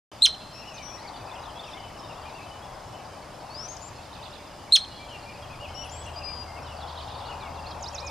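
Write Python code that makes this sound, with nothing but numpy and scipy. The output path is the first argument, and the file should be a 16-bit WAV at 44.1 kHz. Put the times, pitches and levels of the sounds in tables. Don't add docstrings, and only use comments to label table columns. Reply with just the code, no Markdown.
import sys
import numpy as np
from scipy import signal
from scipy.fft import rfft, irfft, next_fast_len
from scipy.io import wavfile
from scipy.ndimage import uniform_filter1d

SR = 44100
rng = np.random.default_rng(int(sys.argv[2]) if len(sys.argv) > 2 else 0)


def inscribe(sig):
    pcm = np.round(np.clip(np.atleast_2d(sig).T, -1, 1) * 32767)
    wavfile.write(sys.argv[1], SR, pcm.astype(np.int16))


N = 357210
TIME = np.arange(N) / SR

# overtone_hz, gain_db
WHISTLE_OVERTONES = [(2500, -26), (4500, 4), (5600, 9.5), (6600, -13), (7400, -22.5), (8500, -12),
                     (10000, -15), (12700, -46), (15000, -40)]
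def alarm_whistle(top_hz, level_db, length_s=.052, lead_s=.008, attack_s=.00102, swell_db_per_s=123):
    t = np.arange(-lead_s, length_s, 1 / SR)
    top_s, break_s, collapse_s, fade_s = .01705, .0289, .0397, .038
    hz = top_hz * (1 - .1071 * (np.maximum(t, 0) / top_s - 1) ** 2)
    hz -= 376 * np.clip((t - break_s) / .0041, 0, 1)
    hz -= 70000 * np.maximum(t - collapse_s, 0)
    slack = np.clip(4 * (1 - hz / 3600), 0, 1)
    phase = 2 * np.pi * np.cumsum(hz * (1 + .045 * slack * wander(len(t), 1000))) / SR
    voice = np.sin(phase) + amp(spectrum_at(WHISTLE_OVERTONES, 2 * hz)) * np.sin(2 * phase)
    voice += amp(spectrum_at(WHISTLE_OVERTONES, 3 * hz) + 1) * np.sin(3 * phase)
    breath_band = signal.butter(2, [5500, 12500], "bandpass", fs=SR, output="sos")
    breath = unit(signal.sosfilt(breath_band, rng.standard_normal(len(t))))
    voice += (amp(-43) + slack * amp(-19)) * breath
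    onset_db = -24 * np.clip(1 - t / attack_s, 0, 1) + 8 * np.minimum(t, 0) / lead_s
    fade_db = np.clip(3100 * (t - fade_s), 0, 29)
    voice *= np.sqrt(2) * amp(level_db + onset_db + swell_db_per_s * t - fade_db)
    return t[0], voice, voice * np.exp((hz - hz.max()) / 600)


# start_s, top_pitch_hz, level_db, boulder_delay_s
ALARMS = [(.2205, 4220, -13, .004198), (4.722, 4293, -12.5, .003968)]
def marmot(boulder_gain=.68):
    near, carried = np.zeros((2, N))
    rough_rock = signal.butter(6, 5400, fs=SR, output="sos")
    for start_s, top_hz, level_db, delay_s in ALARMS:
        offset_s, voice, peak = alarm_whistle(top_hz, level_db)
        add(near, start_s + offset_s, voice)
        add(near, start_s + offset_s + delay_s, boulder_gain * signal.sosfiltfilt(rough_rock, voice))
        add(carried, start_s + offset_s, peak)
    stones = amp(-15) * scatter(near, t60_s=.07, delay_s=.0065, likeness=.95, dull_hz=14000)
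    bank = amp(-32) * scatter(near, t60_s=.03, delay_s=.087, likeness=.94, dull_hz=4000)
    bushes = amp(-10.5) * scatter(carried, t60_s=.16, delay_s=.023, likeness=.94, dull_hz=5800)
    hillside = amp(-24) * scatter(carried, t60_s=1.3, delay_s=.063, likeness=.96, dull_hz=4800)
    return amp(-.7) * (near * pan(-.81) + stones + bank + bushes + hillside)


# start_s, length_s, pitch_hz, scoop_hz, glide_hz, level_db, pan_db
THIN_NOTES = [(0.513, .24, 5560, 600, -140, -51.5, 12.5), (0.814, .17, 6000, 350, -450, -49.5, 17.5),
              (3.495, 0.068, 4290, 0, 380, -50, 0), (3.537, 0.14, 4640, 0, 1455, -41, 8),
              (3.678, 0.073, 6680, 650, 0, -45, 12), (3.81, 0.089, 7300, 450, -50, -52.5, 16),
              (5.74, .105, 5610, 135, 3, -45, 15), (5.904, 0.13, 7470, 900, 450, -47, 8),
              (6.157, 0.042, 5030, 330, 0, -41.5, 4), (6.223, 0.23, 4994, 120, -220, -39.5, 12)]
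def whistling_bird(scoop_s=.024, fade_db_per_s=23, flutter_db=1.5):
    notes = np.zeros((2, N))
    for start_s, length_s, pitch_hz, scoop_hz, glide_hz, level_db, pan_db in THIN_NOTES:
        t = np.arange(0, length_s, 1 / SR)
        hz = pitch_hz - scoop_hz * np.exp(-t / scoop_s) + glide_hz * t / length_s
        quaver = 1 + .002 * wander(len(t), 60)
        phase = 2 * np.pi * np.cumsum(hz * quaver) / SR
        swell = amp(level_db - fade_db_per_s * t + flutter_db * wander(len(t), 30))
        swell *= signal.windows.tukey(len(t), .3)
        add(notes, start_s, np.sqrt(2) * swell * np.sin(phase) * pan(pan_db))
    return notes + amp(-8.5) * scatter(notes, t60_s=.8, delay_s=.0057, likeness=.59, dull_hz=9000)


def slur(length_s, start_hz, middle_hz, end_hz, level_db, pan_db):
    progress = np.linspace(0, 1, max(round(length_s * SR), 64))
    hz = np.polyval(np.polyfit([0, .5, 1], [start_hz, middle_hz, end_hz], 2), progress)
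    swell = signal.windows.tukey(len(hz), .5) * amp(level_db + 2.3 * wander(len(hz), 60))
    return np.sqrt(2) * swell * np.sin(2 * np.pi * np.cumsum(hz) / SR) * pan(pan_db)


BENDS = {"arch": (.9, 0.76), "level": (0.95, 0.94), "sag": (1.13, .92), "dive": (1.5, 0.87),
         "rise": (.77, 1.15)}
def shaped_slur(shape, length_s, hz, level_db, pan_db):
    start_ratio, end_ratio = BENDS[shape]
    return slur(length_s, start_ratio * hz, hz, end_ratio * hz, level_db, pan_db)


# start_s, shape, length_s, pitch_hz, level_db, pan_db
CHIRPS = [(.737, "arch", 0.033, 6350, -52, 15), (.77, "dive", 0.021, 4150, -47, 0),
          (.97, "rise", .08, 4500, -54, 1), (1.629, "arch", 0.12, 5700, -66, 0),
          (1.983, "dive", .028, 3500, -59, 0), (3.765, "dive", 0.011, 5600, -43, 14),
          (5.837, "rise", .046, 10150, -60.5, 15), (5.895, "rise", 0.007, 5760, -48, 12),
          (6.03, "sag", 0.031, 6130, -54, 12), (6.056, "rise", .016, 8240, -56, 19),
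          (7.651, "rise", .048, 4530, -48.5, -3), (7.705, "dive", .022, 4200, -43, -3)]
SYLLABLES = { "hook": [(0.0027, 0.028, 4450, 4470, 3100, 2.5)], "arch": [(0, 0.01, 3580, 3980, 3700, -3),
             (.015, 0.017, 3240, 3584, 3480, 3), (.055, .022, 3500, 3100, 2750, -2)],
             "flick": [(0, 0.024, 3490, 3980, 5000, 4.5), (.02, 0.0298, 3510, 2714, 2300, -2.5),
             (.024, 0.0216, 3900, 3560, 3150, 2)], "drop": [(0, .05, 4700, 3720, 3280, -4),
             (.065, 0.052, 3930, 4660, 5230, -13)], "zigzag": [(0, 0.011, 6870, 7000, 7050, -13),
             (.015, 0.029, 7630, 5540, 4800, 0), (.046, .044, 3450, 4500, 6400, -1.5)]}
# start_s, syllable, repeats, period_s, level_db, softer_ends_db, pan_db
TRILLS = [(1.066, "hook", 2, .085, -45.5, 2.5, 2), (1.295, "arch", 4, 0.14, -46, 1, 2),
          (4.025, "flick", 5, 0.1, -53.5, 11, -9.5), (6.648, "drop", 7, 0.15, -45.5, 4, -2),
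          (6.87, "flick", 4, .102, -54, -1, -5), (6.76, "hook", 5, .125, -55, 1, -3),
          (7.807, "zigzag", 3, 0.12, -39.5, 0.5, -6.5)]
def near_birds(usual_db=-48, echo_db_per_db=.56):
    calls = [(start_s, shaped_slur(shape, length_s, hz, level_db, pan_db), level_db)
             for start_s, shape, length_s, hz, level_db, pan_db in CHIRPS]
    for start_s, syllable, repeats, period_s, level_db, ends_db, pan_db in TRILLS:
        for k, place in enumerate(np.linspace(-1, 1, round(repeats))):
            for offset_s, *contour, accent_db in SYLLABLES[syllable]:
                note = slur(*contour, level_db + accent_db - ends_db * place ** 2, pan_db)
                calls.append((start_s + k * period_s + offset_s, note, level_db))
    direct, echo_send = np.zeros((2, 2, N))
    for start_s, note, level_db in calls:
        add(direct, start_s, note)
        add(echo_send, start_s, note * amp(echo_db_per_db * (usual_db - level_db)))
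    leaves = scatter(echo_send, t60_s=.35, delay_s=.005, likeness=.85, dull_hz=7000)
    return amp(-.5) * direct + amp(-5) * leaves


# start_s, shape, length_s, pitch_hz, level_db
CAROL = [(0.609, "sag", 0.043, 2660, -50), (.635, "arch", 0.11, 2930, -48.5),
         (0.746, "sag", .11, 2377, -51), (1.789, "level", .1, 3026, -51),
         (2.241, "arch", 0.076, 2444, -47.5), (2.338, "arch", 0.076, 2770, -48.5),
         (2.384, "level", 0.098, 2620, -53), (2.498, "level", 0.073, 3010, -48.5),
         (2.917, "arch", .09, 3000, -55), (4.91, "level", .05, 2920, -54),
         (4.983, "level", 0.084, 2355, -52), (5.074, "sag", 0.11, 2875, -45.5),
         (5.247, "level", .1, 2416, -48.5), (5.49, "arch", .073, 2540, -47.5),
         (5.584, "arch", 0.094, 2850, -46), (5.744, "arch", .14, 2990, -45),
         (5.995, "level", .088, 3400, -53), (6.053, "arch", .048, 2830, -43),
         (6.18, "arch", 0.056, 2830, -49), (6.256, "level", 0.064, 2410, -49),
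         (7.281, "arch", .058, 2910, -44.5), (7.383, "sag", .12, 2280, -50),
         (7.927, "sag", 0.048, 2540, -47.5), (8.002, "arch", 0.12, 2460, -46)]
def carolling_bird():
    song = np.zeros((2, N))
    for start_s, *note in CAROL:
        add(song, start_s, shaped_slur(*note, pan_db=3))
    echo = scatter(song, t60_s=.3, delay_s=.012, likeness=.89, dull_hz=6000)
    return amp(-2) * song + amp(-5.5) * echo


# time_s, gain_db
BUSTLE = [(0, -1), (1.7, 1), (3.4, -10), (4.1, -4), (5.6, 2), (8.1, -1.5)]
def distant_chorus(chips_per_s=24, chip_hz=5300, slurs_per_s=20, slur_hz=2900):
    chips, warble = np.zeros((2, 2, N))
    for k, (late, pitch, loud, side) in enumerate(rng.standard_normal((300, 4))):
        hz = chip_hz * (1 + .04 * pitch)
        note = slur(.0243, hz, .94 * hz, .862 * hz, -58 + 2 * loud, 3 * side)
        add(chips, (k + .2 * late) / chips_per_s, note)
    for k, (late, pitch, bend, glide, loud, side) in enumerate(rng.standard_normal((280, 6))):
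        hz = slur_hz * np.exp(.15 * pitch)
        note = slur(.045, hz, hz * (1 + .0773 * bend), hz * (.943 + .13 * glide), -56 + 2 * loud, 3 * side)
        add(warble, (k + .5 * late) / slurs_per_s, note)
    birds = chips * amp(.6 * wander(N, 1.3)) + warble * amp(follow(BUSTLE, TIME)[0])
    return birds + amp(-2) * scatter(birds, t60_s=1, delay_s=.014, likeness=.98, dull_hz=7000)


# time_s, firing_hz, drone_db, whine_db, rumble_db
# (the road's low end follows half of the swing in rumble_db)
ENGINE = [(0, 84.9, -80, -57.5, -55.5), (2.1, 83, -64, -57.5, -47.5), (4.9, 79.73, -58, -57, -51),
          (5.65, 79.95, -53, -50.5, -38.5), (7, 78.36, -49, -62, -43), (8.1, 77.7, -49, -48.5, -43)]
def engine(whine_ratio=7.34, whine_width_hz=22):
    hz, drone_db, whine_db, _ = follow(ENGINE, TIME)
    swell = amp(drone_db + 2.7 * wander(N, 1.6))
    wavering_hz = hz * (1 + .02415 * wander(N, 6.5))
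    drone = np.sqrt(2) * swell * np.sin(2 * np.pi * np.cumsum(wavering_hz) / SR)
    phase = 2 * np.pi * whine_ratio * np.cumsum(hz) / SR
    whine = wander(N, whine_width_hz) * np.cos(phase) + wander(N, whine_width_hz) * np.sin(phase)
    return drone * pan(.68) + amp(whine_db) * whine * pan(.36)


# closest_s, half_width_s, roar_db
PASSES = [(1.35, 0.37, -43), (2.5, 0.49, -47), (3.5, 0.28, -47.5), (6.1, 0.57, -49.5), (7.4, 0.78, -41)]
def tyre_roar_db(t, floor_db=-54):
    power = sum(amp(roar_db) ** 2 / (1 + ((t - closest_s) / half_width_s) ** 2) ** 1.04
                for closest_s, half_width_s, roar_db in PASSES)
    return 10 * np.log10(power + amp(floor_db) ** 2)


# frequency_hz, density_db
BED_TONE = [(20, -14), (45, -3), (115, 0.5), (170, -6.5), (430, -9), (800, -3.5), (1050, -6.5), (1450, -14),
            (2000, -17.5), (2900, -21), (4900, -23), (6300, -25), (10000, -30.5), (15000, -40.5)]
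# frequency_hz, arctanh_of_correlation
BED_LIKENESS = [(40, 4.5), (130, 1.65), (300, 1.7), (800, 1), (3000, 2.3), (7000, 0.2), (15000, 0)]
# frequency_hz, pan_db
BED_PAN = [(60, 1), (130, -0.5), (290, -5.5), (640, 6), (1400, 5.5), (3090, -6.5), (6780, -6), (14900, -3)]
def road_and_air(rest_db=-44, roar_hz=850, roar_octaves=.63, rumble_hz=130, patchy_db=1.16):
    t = np.arange(N // 512 + 5)[:, None] * 512 / SR
    hz = np.fft.rfftfreq(2048, 1 / SR)

    def to_sound(frames):
        return signal.istft(frames.swapaxes(1, 2), nperseg=2048, noverlap=1536)[1]

    noise = rng.standard_normal((5, len(t), len(hz)))
    shared, apart = noise[0] + 1j * noise[1], noise[2] + 1j * noise[3]
    likeness = np.tanh(spectrum_at(BED_LIKENESS, hz))
    bed = np.array([shared, likeness * shared + np.sqrt(1 - likeness ** 2) * apart])
    bed *= amp(spectrum_at(BED_TONE, hz)) * pan(spectrum_at(BED_PAN, hz))[:, None]
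    rest_rms = np.std(to_sound(bed).mean(0))
    roar_band = np.exp(-.5 * (np.log2((hz + 1) / roar_hz) / roar_octaves) ** 2)
    roar_db = (tyre_roar_db(t) + 48) * roar_band
    rumble_db = .5 * (follow(ENGINE, t)[-1] + 50) / (1 + (hz / rumble_hz) ** 4)
    patches = unit(uniform_filter1d(uniform_filter1d(noise[4], 8, 0), 14, 1))
    bed *= amp(roar_db + rumble_db + patchy_db * patches)
    return amp(rest_db) / rest_rms * to_sound(bed)[:, :N]


def scatter(sound, t60_s, delay_s, likeness, dull_hz):
    t = np.arange(SR * 3 // 2) / SR
    shared, apart = rng.standard_normal((2, len(t))) * (rng.random((2, len(t))) < 1 / 8)
    echoes = np.sqrt(1 + likeness) * shared + np.sqrt(1 - likeness) * apart * [[1], [-1]]
    echoes *= amp(-60 * t / t60_s) * (t > delay_s)
    low_pass = signal.butter(2, dull_hz, fs=SR, output="sos")
    echoes = signal.sosfilt(low_pass, echoes / np.linalg.norm(echoes[0]))
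    return signal.fftconvolve(sound * np.ones((2, 1)), echoes, axes=1)[:, :N]


def amp(db):
    return 10 ** (np.asarray(db) / 20)


def pan(pan_db):
    return amp(np.array([[.5], [-.5]]) * pan_db)


def unit(x):
    return x / np.sqrt(np.mean(abs(x) ** 2) + 1e-20)


def wander(n, rate_hz):
    size = next_fast_len(n + 4096)
    roll_off = np.exp(-(np.fft.rfftfreq(size, 1 / SR) / rate_hz) ** 2)
    return unit(irfft(rfft(rng.standard_normal(size)) * roll_off, size))[:n]


def spectrum_at(points, hz):
    points_hz, values = np.transpose(points)
    return np.interp(np.log(hz + 1), np.log(points_hz + 1), values)


def follow(rows, t):
    times_s, *columns = np.transpose(rows)
    return [np.interp(t, times_s, column) for column in columns]


def add(mix, start_s, sound):
    part = mix[..., max(round(start_s * SR), 0):][..., :sound.shape[-1]]
    part += sound[..., :part.shape[-1]]


def scene():
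    voices = marmot() + whistling_bird() + carolling_bird() + near_birds()
    return voices + distant_chorus() + road_and_air() + engine()


# frequency_hz, left_lead_rad
PORT_PHASE = [(0, 0.1), (5400, -0.055), (8400, -0.42), (10000, -0.75), (15000, 0)]
def record(dry, start_s=.116, limit_db=-12.5, recovery_db_per_s=200, hold_share=.82, cutoff_hz=15100):
    turn = spectrum_at(PORT_PHASE, np.fft.rfftfreq(N, 1 / SR)) * np.array([[.5], [-.5]])
    at_ports = irfft(rfft(dry) * np.exp(1j * turn), N)
    power_db = 10 * np.log10(abs(uniform_filter1d((dry ** 2).mean(0), size=44)) + 1e-12)
    fall_db = TIME * recovery_db_per_s
    peak_db = np.maximum.accumulate(power_db + fall_db) - fall_db
    over_db = uniform_filter1d(np.maximum(peak_db - limit_db, 0), size=44)
    held = at_ports * amp(-hold_share * over_db) * (TIME > start_s)
    low_pass = signal.firwin(511, cutoff_hz, window=("kaiser", 9), fs=SR)
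    return signal.oaconvolve(held, low_pass[None], "same", axes=1)


dry = scene()
out = record(dry)
inscribe(out)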